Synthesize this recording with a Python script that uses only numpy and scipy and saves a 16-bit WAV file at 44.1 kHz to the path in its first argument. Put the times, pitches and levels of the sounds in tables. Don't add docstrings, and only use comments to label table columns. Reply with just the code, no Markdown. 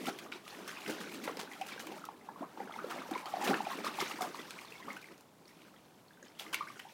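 import sys
import numpy as np
from scipy import signal
from scipy.fft import rfft, irfft, next_fast_len
from scipy.io import wavfile
from scipy.ndimage import uniform_filter1d, map_coordinates

SR = 44100
rng = np.random.default_rng(int(sys.argv[2]) if len(sys.argv) > 2 else 0)


def magnitude_from_level(level_db):
    exponent = np.asarray(level_db, float) / 20
    return 10 ** exponent


def inscribe(sig):
    pcm = np.round(np.clip(np.atleast_2d(sig).T, -1, 1) * 32767)
    wavfile.write(sys.argv[1], SR, pcm.astype(np.int16))


N = 305613

# start in seconds, hiss level in dB, body over the hiss in dB,
# 60 dB decay in ms.
SLAPS = [(0.0672, -38, 3.5, 53), (0.316, -59.5, 16.5, 120), (0.666, -59, 13, 430), (0.677, -42, -5, 39),
         (0.895, -44, -9, 100), (1.003, -46, 3, 100), (1.2366, -42, -0.5, 77), (1.3696, -46.5, 4, 27),
         (1.3913, -44.5, 5.5, 170), (1.5234, -58, 3.5, 440), (1.6641, -48, -3, 62), (1.716, -57, 13, 98),
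         (1.7943, -44, -0.5, 120), (2.0518, -48.5, 1, 39), (2.898, -47, 6, 110), (3.11, -44, 5.5, 30),
         (3.4395, -35.5, -14, 117), (3.474, -41.5, 15, 71), (3.542, -55, 28, 16), (3.844, -48, -10, 87),
         (4.0027, -45, -5, 110), (4.208, -39.5, -14, 164), (4.344, -52.5, 2.5, 230), (5.015, -53, 4.5, 31),
         (5.4731, -60.5, 0, 190), (6.389, -44, -1, 140), (6.5279, -39, 1.5, 86), (6.543, -31, -2.5, 22)]
# start in seconds, hiss level in dB.
PATS = [(0.056, -41), (0.187, -42.5), (0.4773, -54), (0.8768, -42.5), (1.144, -48), (1.6125, -51.5),
        (1.684, -48), (1.869, -47), (3.176, -50), (3.2568, -50), (3.7174, -47), (4.1852, -52), (4.219, -53),
        (4.506, -46.5), (4.61, -49), (4.704, -54), (4.9648, -50.5), (6.793, -50.5)]
PAT_BODY_DB, PAT_T60_MS = 6, 36.7
# start in seconds, hiss level in dB.
SPECKS = [(1.141, -45), (1.5229, -52), (1.5345, -50), (1.978, -60), (2.0532, -48), (4.931, -50),
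          (4.975, -52), (5.0287, -55), (5.043, -55), (5.179, -54), (5.209, -53)]
SPECK_BODY_DB, SPECK_T60_MS = -9, 6.7
CRACK_DB, CRACK_T60_MS = -4.5, 8.4
POP_DB, POP_BODY_DB, POP_T60_MS = -35.5, 10, 53

# start in seconds, peak level in dB, pitch in Hz,
# 60 dB decay in ms.
RISING = [(0.089, -33.5, 1390, 7.6), (0.693, -34, 1380, 3.5), (0.8626, -31, 2620, 1.3),
          (1.074, -44, 2270, 9), (1.276, -31, 1980, 4.8), (2.4194, -35.5, 600, 45), (2.427, -37.5, 913, 57),
          (2.695, -36, 800, 1.3), (2.739, -39, 1990, 12), (2.7608, -36.5, 814, 11),
          (3.264, -37.5, 1080, 36), (3.4123, -29.5, 810, 20), (3.6678, -28.5, 700, 17),
          (3.788, -37, 2160, 8), (3.844, -32.5, 1140, 13), (3.8665, -28, 1075, 35), (4.012, -28, 1120, 11),
          (4.109, -35.5, 1135, 30), (4.2068, -32, 1120, 18), (4.647, -42.5, 1020, 5.2),
          (4.7225, -38.5, 2500, 11), (4.826, -42.5, 1860, 12), (4.882, -32.5, 1080, 15),
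          (4.904, -33.5, 2000, 18), (4.967, -39, 1400, 29), (6.529, -40.5, 950, 57),
          (6.5435, -19, 3020, 0.81), (6.608, -27.5, 1053, 26), (6.671, -42.5, 1400, 34),
          (6.677, -45.5, 1895, 45), (6.85, -44.5, 718, 38)]
# start in seconds, peak level in dB, pitch in Hz,
# 60 dB decay in ms.
HELD = [(0.262, -44.5, 1180, 41), (0.464, -45.5, 1250, 29), (0.897, -34, 1560, 11), (1.6113, -31, 777, 40),
        (1.72, -40, 2300, 35), (2.04, -34.5, 1290, 9.1), (2.0873, -31.5, 930, 3.3), (2.2872, -33, 935, 11),
        (2.3596, -41.5, 1060, 30), (2.5734, -37, 890, 3.6), (2.6026, -32.5, 800, 47),
        (2.9196, -37.5, 1265, 24), (3.1542, -32.5, 1016, 37), (3.3377, -25, 730, 21),
        (3.4277, -30, 815, 49), (3.5088, -27, 804, 69), (3.5334, -23, 1380, 4.7), (4.2079, -31, 737, 110),
        (4.3453, -32.5, 1070, 4.8), (4.3898, -40, 1980, 21), (4.589, -35, 2240, 4.9),
        (4.7536, -46, 2210, 45), (4.8002, -47.5, 1034, 53), (5.027, -46, 2380, 18), (5.0422, -42, 2150, 11),
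        (6.622, -38, 1120, 34), (6.629, -40, 1120, 18), (6.701, -40, 1150, 27), (6.866, -53, 900, 100)]
# start in seconds, peak level in dB, pitch in Hz,
# 60 dB decay in ms.
SINKING = [(0.0695, -35, 1405, 20), (0.3226, -38, 1510, 24), (0.3229, -29, 2670, 0.85),
           (1.2751, -33, 920, 30), (1.515, -41, 2080, 44), (1.6124, -44, 2370, 24), (1.689, -45, 1390, 28),
           (2.7888, -31.5, 1335, 20), (2.8425, -29, 507, 6.1), (3.256, -37, 870, 22),
           (3.3676, -29, 750, 34), (3.4756, -28.5, 740, 26), (3.604, -24.5, 890, 14),
           (3.7138, -32, 1130, 18), (3.9865, -29, 900, 20), (6.2275, -46, 1720, 19),
           (6.3964, -29, 3380, 5.3), (6.6869, -42.5, 2180, 4.3), (6.7983, -37.5, 1700, 2.9)]
GLIDES = [20.3, -0.29, -10]
SWELL_CYCLES = 3.4
# start
# in seconds, peak level in dB, pitch in Hz.
DRIPS = [
    (5.456, -47, 4280),
    (5.74, -51, 1300),
    (5.763, -53, 1920),
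    (6.083, -48.5, 4210),
    (6.108, -46.5, 1630),
    (6.173, -49, 1500),
    (6.267, -48, 3060),
    (6.283, -45.5, 5170),
    (6.352, -50, 2880),
         (6.2284, -40, 6560),
]
# start in seconds, peak level in dB, pitch in Hz.
DROPLETS = [(0.0655, -42, 3500), (0.0685, -40, 3060.0), (0.1888, -40, 3300), (0.3366, -44, 3700),
            (0.5065, -43, 4390.0), (0.6795, -42, 5430.0), (0.6917, -44, 3250), (0.6926, -41, 6200),
            (1.3709, -40, 5170), (1.3977, -42, 4050), (1.398, -42, 3550), (1.5344, -45.5, 3200),
            (1.6165, -42, 3050), (1.7351, -43, 3570), (1.7953, -42, 5900), (1.871, -43, 2380),
            (1.9948, -52, 6830), (2.2121, -54, 2060), (2.6022, -45, 1970), (2.7239, -46, 3340),
            (3.1373, -38.5, 3640), (3.1513, -37.5, 2160), (3.2573, -41.5, 4430), (3.448, -36, 5760),
            (3.4746, -34, 3480), (3.6517, -39.5, 2410.0), (3.8463, -37.5, 4340), (4.0022, -32.5, 2080),
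            (4.0045, -37, 6330.0), (4.0055, -31, 5180), (4.0804, -39, 6240), (4.21, -41, 6850.0),
            (4.2199, -38.5, 3460), (4.2201, -38, 5250), (4.2207, -37, 2230), (4.3454, -44, 4200),
            (4.3952, -41.5, 3400), (4.6533, -46.5, 4260.0), (4.6827, -47, 3570.0), (4.7803, -48.5, 3440),
            (5.0862, -49, 1950), (5.48, -49.5, 5350), (5.7643, -56, 3270.0), (6.1337, -58, 3500),
            (6.253, -52, 6700), (6.3975, -45, 6160.0), (6.3985, -48, 4600), (6.465, -43.5, 2030),
            (6.5439, -42, 7300), (6.545, -48, 6700), (6.553, -40, 4470), (6.562, -42, 3930),
            (6.576, -46, 4800), (6.6751, -49, 2030), (6.6849, -49, 5300), (6.888, -52, 3370)]
# start in seconds, peak level in dB, pitch in Hz,
# 60 dB decay in ms.
GULPS = [(0.053, -42, 1130, 14), (0.1871, -50, 1540, 29), (0.213, -51, 1540, 19), (0.3417, -47, 880, 16),
         (0.5869, -45, 645, 20), (0.6057, -45, 640, 21), (0.6753, -40, 1153, 35), (0.772, -43, 1070, 8.5),
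         (0.7854, -46, 960, 11), (0.8626, -39, 1500, 9), (0.9278, -43, 1410, 28), (1.011, -40, 1210.0, 16),
         (1.0127, -38, 1590.0, 9), (1.041, -44, 1470, 23), (1.074, -41, 1500, 7), (1.1993, -45, 1400, 17),
         (1.2773, -36.5, 1347, 70), (1.284, -41, 660, 25), (1.292, -39, 1000, 20), (1.4749, -43, 1530, 12),
         (1.778, -41.5, 1546, 44), (1.8704, -40, 1000, 10), (2.0176, -45, 1390, 20),
         (2.6159, -47, 1400, 13), (2.675, -41, 1490, 7), (2.71, -38, 1280, 13), (2.802, -40, 1480, 20),
         (2.8416, -42, 1320, 67), (2.905, -38, 990, 10), (2.9593, -37, 714, 15), (2.978, -39, 644, 12),
         (2.986, -38, 2130, 10), (3.018, -37.5, 1180, 15), (3.089, -39.5, 524, 20), (3.109, -36.5, 770, 62),
         (3.128, -41, 1590.0, 7), (3.464, -42, 1300, 12), (3.7318, -36.5, 1090, 12), (4.1095, -41, 830, 54),
         (4.189, -35, 960, 14), (4.3894, -42, 1120.0, 13), (4.6158, -45, 1120, 10), (4.9011, -45, 1240, 42),
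         (5.057, -47, 2310, 20), (5.107, -53, 970, 29), (6.461, -46, 1155, 42), (6.758, -48, 1460.0, 15), ]

# start in seconds, peak level in dB, pitch in Hz.
THUMPS = [(0.0085, -29.5, 291), (0.0807, -35, 300), (0.355, -34.5, 355), (0.876, -33, 212),
          (0.9217, -33, 316), (1.2759, -23, 500), (1.295, -25.5, 440), (1.3695, -30, 468),
          (1.9243, -43, 330), (2.405, -28.5, 262), (2.427, -29.5, 300), (2.9414, -34, 364),
          (3.1131, -21.5, 300), (3.4874, -17.5, 273), (3.4921, -17, 252), (4.022, -22.5, 358),
          (4.1379, -31.5, 300), (4.391, -33.5, 387), (6.4648, -49, 360)]
# time of peak in seconds, peak level in dB, pitch in Hz.
KNOCKS = [(0.1368, -44, 338), (0.739, -46, 256), (0.8874, -46, 266), (1.18, -38, 263), (1.4326, -36, 413),
          (1.726, -44, 257), (1.7625, -40, 456), (2.603, -34.5, 490), (2.6718, -41, 430.0),
          (2.9588, -40, 300.0), (3.1637, -35.5, 380), (3.2644, -43, 340.0), (3.507, -23, 368),
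          (3.754, -37.5, 254), (3.8438, -34, 550), (3.8806, -36.5, 387), (4.72, -44, 427),
          (4.8794, -44, 390.0), (5.568, -51, 300.0), (6.226, -46.5, 515), (6.4672, -46, 300.0),
          (6.765, -46, 393)]

# time in seconds, agitation in dB,
# fineness in dB of small bubbles over large.
STIR = [(0.0, -57, 11), (0.3, -55, -3), (0.43, -78.5, 14), (0.55, -53, 1), (1.1, -59, 10.5),
        (1.5, -54.5, -2.5), (1.98, -54, -1.5), (2.17, -60, -4), (2.51, -64.5, -0.5), (2.75, -50, -5.5),
        (3.3, -49.5, -4), (3.9, -52.5, 3), (4.5, -54.5, 3.5), (5.06, -66, 7), (5.3, -73, 3),
        (6.36, -73, 4.5), (6.46, -56, -1), (6.92, -72, 14.5)]
# time of peak in seconds, level in dB, fineness in dB,
# time to fall 10 dB in ms.
STROKES = [(0.088, -41, 3, 21), (0.35, -52.5, 0.5, 64), (0.491, -63, 14, 70), (0.68, -59, -12, 82),
           (0.9, -49.5, 5.5, 107), (1.0, -55, 8, 134), (1.283, -37, -6, 26), (1.39, -44.5, -21, 70),
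           (1.7, -57, 9.5, 129), (1.919, -43, -3, 30), (2.4, -50, -15, 94), (2.605, -50, -8, 87),
           (2.91, -48, -1, 76), (2.98, -46.5, -3.5, 108), (3.14, -43, -6, 76), (3.34, -47, -3.5, 102),
           (3.46, -36, -3, 116), (3.5, -40.5, 1.5, 38), (3.7, -42.5, -2.5, 124), (3.869, -41.5, 0.5, 85),
           (4.013, -34.5, -0.5, 34), (4.06, -52.5, 14, 95), (4.228, -34.5, -18, 43), (4.892, -43, -9.5, 49),
           (5.117, -55.5, 3, 20), (5.62, -67, 7, 234), (6.26, -66.5, 9, 62), (6.412, -55, 6, 55),
           (6.59, -62.5, 15.5, 48)]
# time of peak in seconds, level in dB, time to fall 10 dB in ms.
WAVES = [(0.0, -43, 150), (0.089, -36.5, 36), (0.27, -49.5, 117), (0.6, -47, 108), (0.902, -32, 42),
         (1.05, -47, 300), (1.29, -44.5, 207), (1.39, -54, 75), (1.84, -49, 85), (1.92, -46.5, 187),
         (2.3, -54.5, 202), (2.43, -47, 40), (2.62, -47, 79), (2.87, -45, 147), (2.98, -45.5, 47),
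         (3.14, -43.5, 40), (3.41, -43, 77), (3.502, -29, 65), (3.79, -43, 120), (4.01, -49.5, 200),
         (4.23, -42.5, 139), (4.4, -55.5, 196), (4.89, -47, 70), (5.117, -46.5, 24), (5.62, -62, 350),
         (6.25, -55.5, 27), (6.5, -51, 97), (6.6, -54, 49)]
BUILD_SHARE, HEAVE_SHARE = 0.53, 0.62
SLOSH_DB, SLOSH_FOLLOWS = -10, 0.28
SPRAY_DB, SPRAY_FOLLOWS = -10.5, 1

# frequency in Hz, level in dB per Hz.
SHEET = [(450, -6.5), (1000, -0.5), (2500, 2.5), (5000, -9.5), (12000, -50)]
# frequency in Hz, level in dB per Hz.
SLOSH = [(60, -75), (140, -9), (200, 2), (380, 2.5), (600, -4), (1200, -34)]
# frequency in Hz, level in dB per Hz.
GURGLE = [(250, -10.5), (500, -5), (800, 2), (1300, 1.5), (2000, -4), (4000, -23.5)]
# frequency in Hz, level in dB per Hz.
FROTH = [(900, 1.5), (1700, -0.5), (2400, -1), (4000, -2), (6000, -6.5), (12000, -60)]
# frequency in Hz, level in dB per Hz.
SPRAY = [(2500, -17.5), (4500, -6.5), (6500, -5), (10000, -7), (16000, -10)]
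# frequency in Hz, 60 dB decay in seconds.
WALL = [(200, 0.089), (2000, 0.25), (10000, 0.08)]
# frequency in Hz, level in dB per Hz.
AIR = [(18, -26), (30, -23), (62, -15.5), (165, 2), (400, -2.5), (956, -7.5), (1990, -20), (15800, -26.5)]
AIR_DB = -63.5


def unit(x):
    return x / np.sqrt(np.mean(x ** 2) + 1e-20)


def along(points, hz):
    f, v = np.transpose(points)
    return np.interp(np.log(hz + 1), np.log(f + 1), v)


def wobble(rate):
    knots = rng.standard_normal(int(N * rate / SR) + 4)
    return map_coordinates(knots, [np.arange(N) * rate / SR])


def coloured(x, spectrum):
    m = next_fast_len(N + 8192)
    gain = magnitude_from_level(along(spectrum, np.fft.rfftfreq(m, 1 / SR)))
    return irfft(rfft(x, m) * gain, m)[:N]


def rush(spectrum, patchy_db=0):
    z = signal.stft(rng.standard_normal(N + 512), nperseg=256)[2]
    field = uniform_filter1d(rng.standard_normal(z.shape), 4, 0)
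    field = uniform_filter1d(field, 6, 1)
    patchy = signal.istft(z * magnitude_from_level(patchy_db * unit(field)), nperseg=256)[1][:N]
    return unit(coloured(patchy, spectrum))


def rings(s, gain, hz, swell, t60, rise, size):
    columns = (s, gain, hz, swell, t60, rise)
    s, gain, hz, swell, t60, rise = (np.asarray(v, float)[:, None] for v in columns)
    t = np.arange(size) / SR
    attack = np.sin(np.pi / 2 * np.clip(t / swell, 0, 1)) ** 2
    decay = magnitude_from_level(-60 * np.clip(t - swell, 0, None) / t60)
    wave = gain * attack * decay * np.sin(2 * np.pi * hz * t * (1 + rise * t / 2))
    at = np.round(s * SR).astype(int) + np.arange(size)
    return np.bincount(at.ravel(), wave.ravel(), N + size + SR)[:N]


def swarm(count, size, hz, octaves, cycles, spread_db):
    when, loud = rng.random((count, 2)).T
    pitch = np.clip(hz * 2 ** (octaves * rng.standard_normal(count)), 100, 15500)
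    life = cycles / pitch
    gain = magnitude_from_level(-spread_db * np.log(1.03 - loud))
    return unit(rings(when * N / SR, gain, pitch, 0.083 * life, life, 0.48 / life, size))


def layer(level_db, spectrum, bubbles, share, patchy_db, flutter_db):
    share = np.clip(share, 0, 1)
    noise = np.sqrt(1 - share) * rush(spectrum, patchy_db)
    mix = noise + np.sqrt(share) * unit(coloured(bubbles, spectrum))
    return magnitude_from_level(level_db) * unit(mix * magnitude_from_level(flutter_db))


def heaped(rest_db, s, db, fall_ms, build=BUILD_SHARE):
    coarse = np.arange(0, N, 64)
    late = coarse / SR - s[:, None]
    peaks_db = db[:, None] - 1e4 * np.maximum(late, -late / build) / fall_ms[:, None]
    power = magnitude_from_level(2 * peaks_db).sum(axis=0)
    return 10 * np.log10(magnitude_from_level(2 * rest_db) + np.interp(np.arange(N), coarse, power))


def slaps():
    hiss, body = np.zeros(N + SR), np.zeros(N + SR)
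    t = np.arange(SR // 3) / SR
    pats = [(s, db, PAT_BODY_DB, PAT_T60_MS) for s, db in PATS]
    specks = [(s, db, SPECK_BODY_DB, SPECK_T60_MS) for s, db in SPECKS]
    pops = [(s, db + POP_DB, POP_BODY_DB, POP_T60_MS) for s, db, *_ in [*RISING, *HELD, *SINKING]]
    for s, db, body_db, t60_ms in [*SLAPS, *pops, *specks, *pats]:
        start = round(s * SR)
        burst = (1 - np.exp(-t / (t60_ms * 4e-5))) * magnitude_from_level(-60000 * t / t60_ms)
        crack = magnitude_from_level(CRACK_DB - t60_ms / 12 - 60000 * t / CRACK_T60_MS)
        hiss[start:][:len(t)] += magnitude_from_level(db) * (burst + crack)
        body[start:][:len(t)] += magnitude_from_level(db + body_db + 3.0) * burst
    droplets = swarm(count=6000, size=120, hz=7600, octaves=1.0, cycles=1.96, spread_db=7.0)
    spatter = hiss[:N] * layer(0, SPRAY, droplets, 0.44, 0.4, 0)
    return spatter + body[:N] * layer(0, SHEET, droplets, 0.12, 8.2, 0)


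def bubbles():
    kinds = zip((RISING, HELD, SINKING), GLIDES)
    s, db, hz, t60_ms, glide = np.transpose([(*row, g) for rows, g in kinds for row in rows])
    swell = SWELL_CYCLES / hz
    pockets = rings(s - swell / 4, magnitude_from_level(db), hz, swell, 1.12 * t60_ms / 1000, glide, size=4000)
    s, db, hz = np.transpose(DRIPS)
    drops = rings(s, magnitude_from_level(db - 3.5), hz, 0.61 / hz, 40 / hz, 0.0029 * hz, size=1200)
    return pockets + drops


def patter():
    s, db, hz = np.transpose(DROPLETS)
    drops = rings(s - 0.5 / hz, magnitude_from_level(db + 2.5), hz, 1.6 / hz, 40 / hz, 0.00087 * hz, size=900)
    s, db, hz, t60_ms = np.transpose(GULPS)
    t60 = (t60_ms + 3) / 1000
    return drops + rings(s - 1.204 / hz, magnitude_from_level(db - 0.5), hz, 3.7 / hz, t60, 2.3 + 0 * s, size=2500)


def thumps():
    knocks = [(s - 1.25 / hz, db + 5.0, hz) for s, db, hz in KNOCKS]
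    s, db, hz = np.transpose([*THUMPS, *knocks])
    return rings(s, magnitude_from_level(db - 7.0), hz, 1.93 / hz, 9 / hz, 5.1 + 0 * s, size=3000)


def stirred():
    s, *controls = np.transpose(STIR)
    busy, fine = (np.interp(np.arange(N) / SR, s, c) for c in controls)
    s, db, stroke_fine, fall_ms = np.transpose(STROKES)
    slosh_db = heaped(busy + SLOSH_DB + SLOSH_FOLLOWS * fine, *np.transpose(WAVES), HEAVE_SHARE)
    gurgle_db = heaped(busy, s, db, fall_ms)
    froth_db = heaped(busy + fine, s, db + stroke_fine, fall_ms)
    spray_rest, spray_peaks = busy + 3 + SPRAY_FOLLOWS * fine, db + SPRAY_FOLLOWS * stroke_fine
    spray_db = SPRAY_DB + heaped(spray_rest, s, spray_peaks, fall_ms)
    surge = wobble(35)
    spatter = 1.1 * wobble(130)
    low = swarm(count=700, size=3000, hz=300, octaves=0.496, cycles=16.4, spread_db=0.5)
    middle = swarm(count=2400, size=1300, hz=950, octaves=0.584, cycles=38.4, spread_db=3.5)
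    small = swarm(count=2200, size=800, hz=2500, octaves=0.487, cycles=36, spread_db=2.5)
    mist = swarm(count=7000, size=200, hz=7110, octaves=0.56, cycles=7.9, spread_db=4.5)
    return (layer(slosh_db - 2.5, SLOSH, low, 0.42, 2.16, 0.16 * surge)
            + layer(gurgle_db - 3, GURGLE, middle, 0.69, 3.6, surge)
            + layer(froth_db - 3.5, FROTH, small, 0.44, 2.2, 0.88 * surge + spatter)
            + layer(spray_db - 2.5, SPRAY, mist, 0.35, 3.4, 2.0 * surge + spatter))


def wall(x):
    out, step = np.zeros(N + SR), SR // 3
    for a in range(0, N, step):
        hz, t, z = signal.stft(rng.standard_normal(SR // 4), SR, nperseg=256)
        fade = magnitude_from_level(-60 * t / along(WALL, hz)[:, None])
        tail = signal.istft(z * fade, SR, nperseg=256)[1]
        echo = signal.fftconvolve(x[a:a + step], tail / np.linalg.norm(tail))
        out[a + 120:][:len(echo)] += echo
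    return out[:N]


def outdoor_hum():
    drift_db = 0.6 * wobble(3)
    return magnitude_from_level(AIR_DB + 1.5 + drift_db) * rush(AIR, 0.47)


def scene():
    sharp = coloured(bubbles() + patter() + slaps(), [(150, -30), (450, 0)])
    echo = magnitude_from_level(-8.5) * wall(sharp)
    water = sharp + echo + thumps() + stirred()
    water = coloured(water, [(70, -24), (170, 0)])
    return (water + outdoor_hum())[None]


def roll_off(x):
    return signal.sosfilt(signal.butter(12, 15880, fs=SR, output="sos"), x)


def record(dry):
    return roll_off(dry)


dry = scene()
out = record(dry)
inscribe(out)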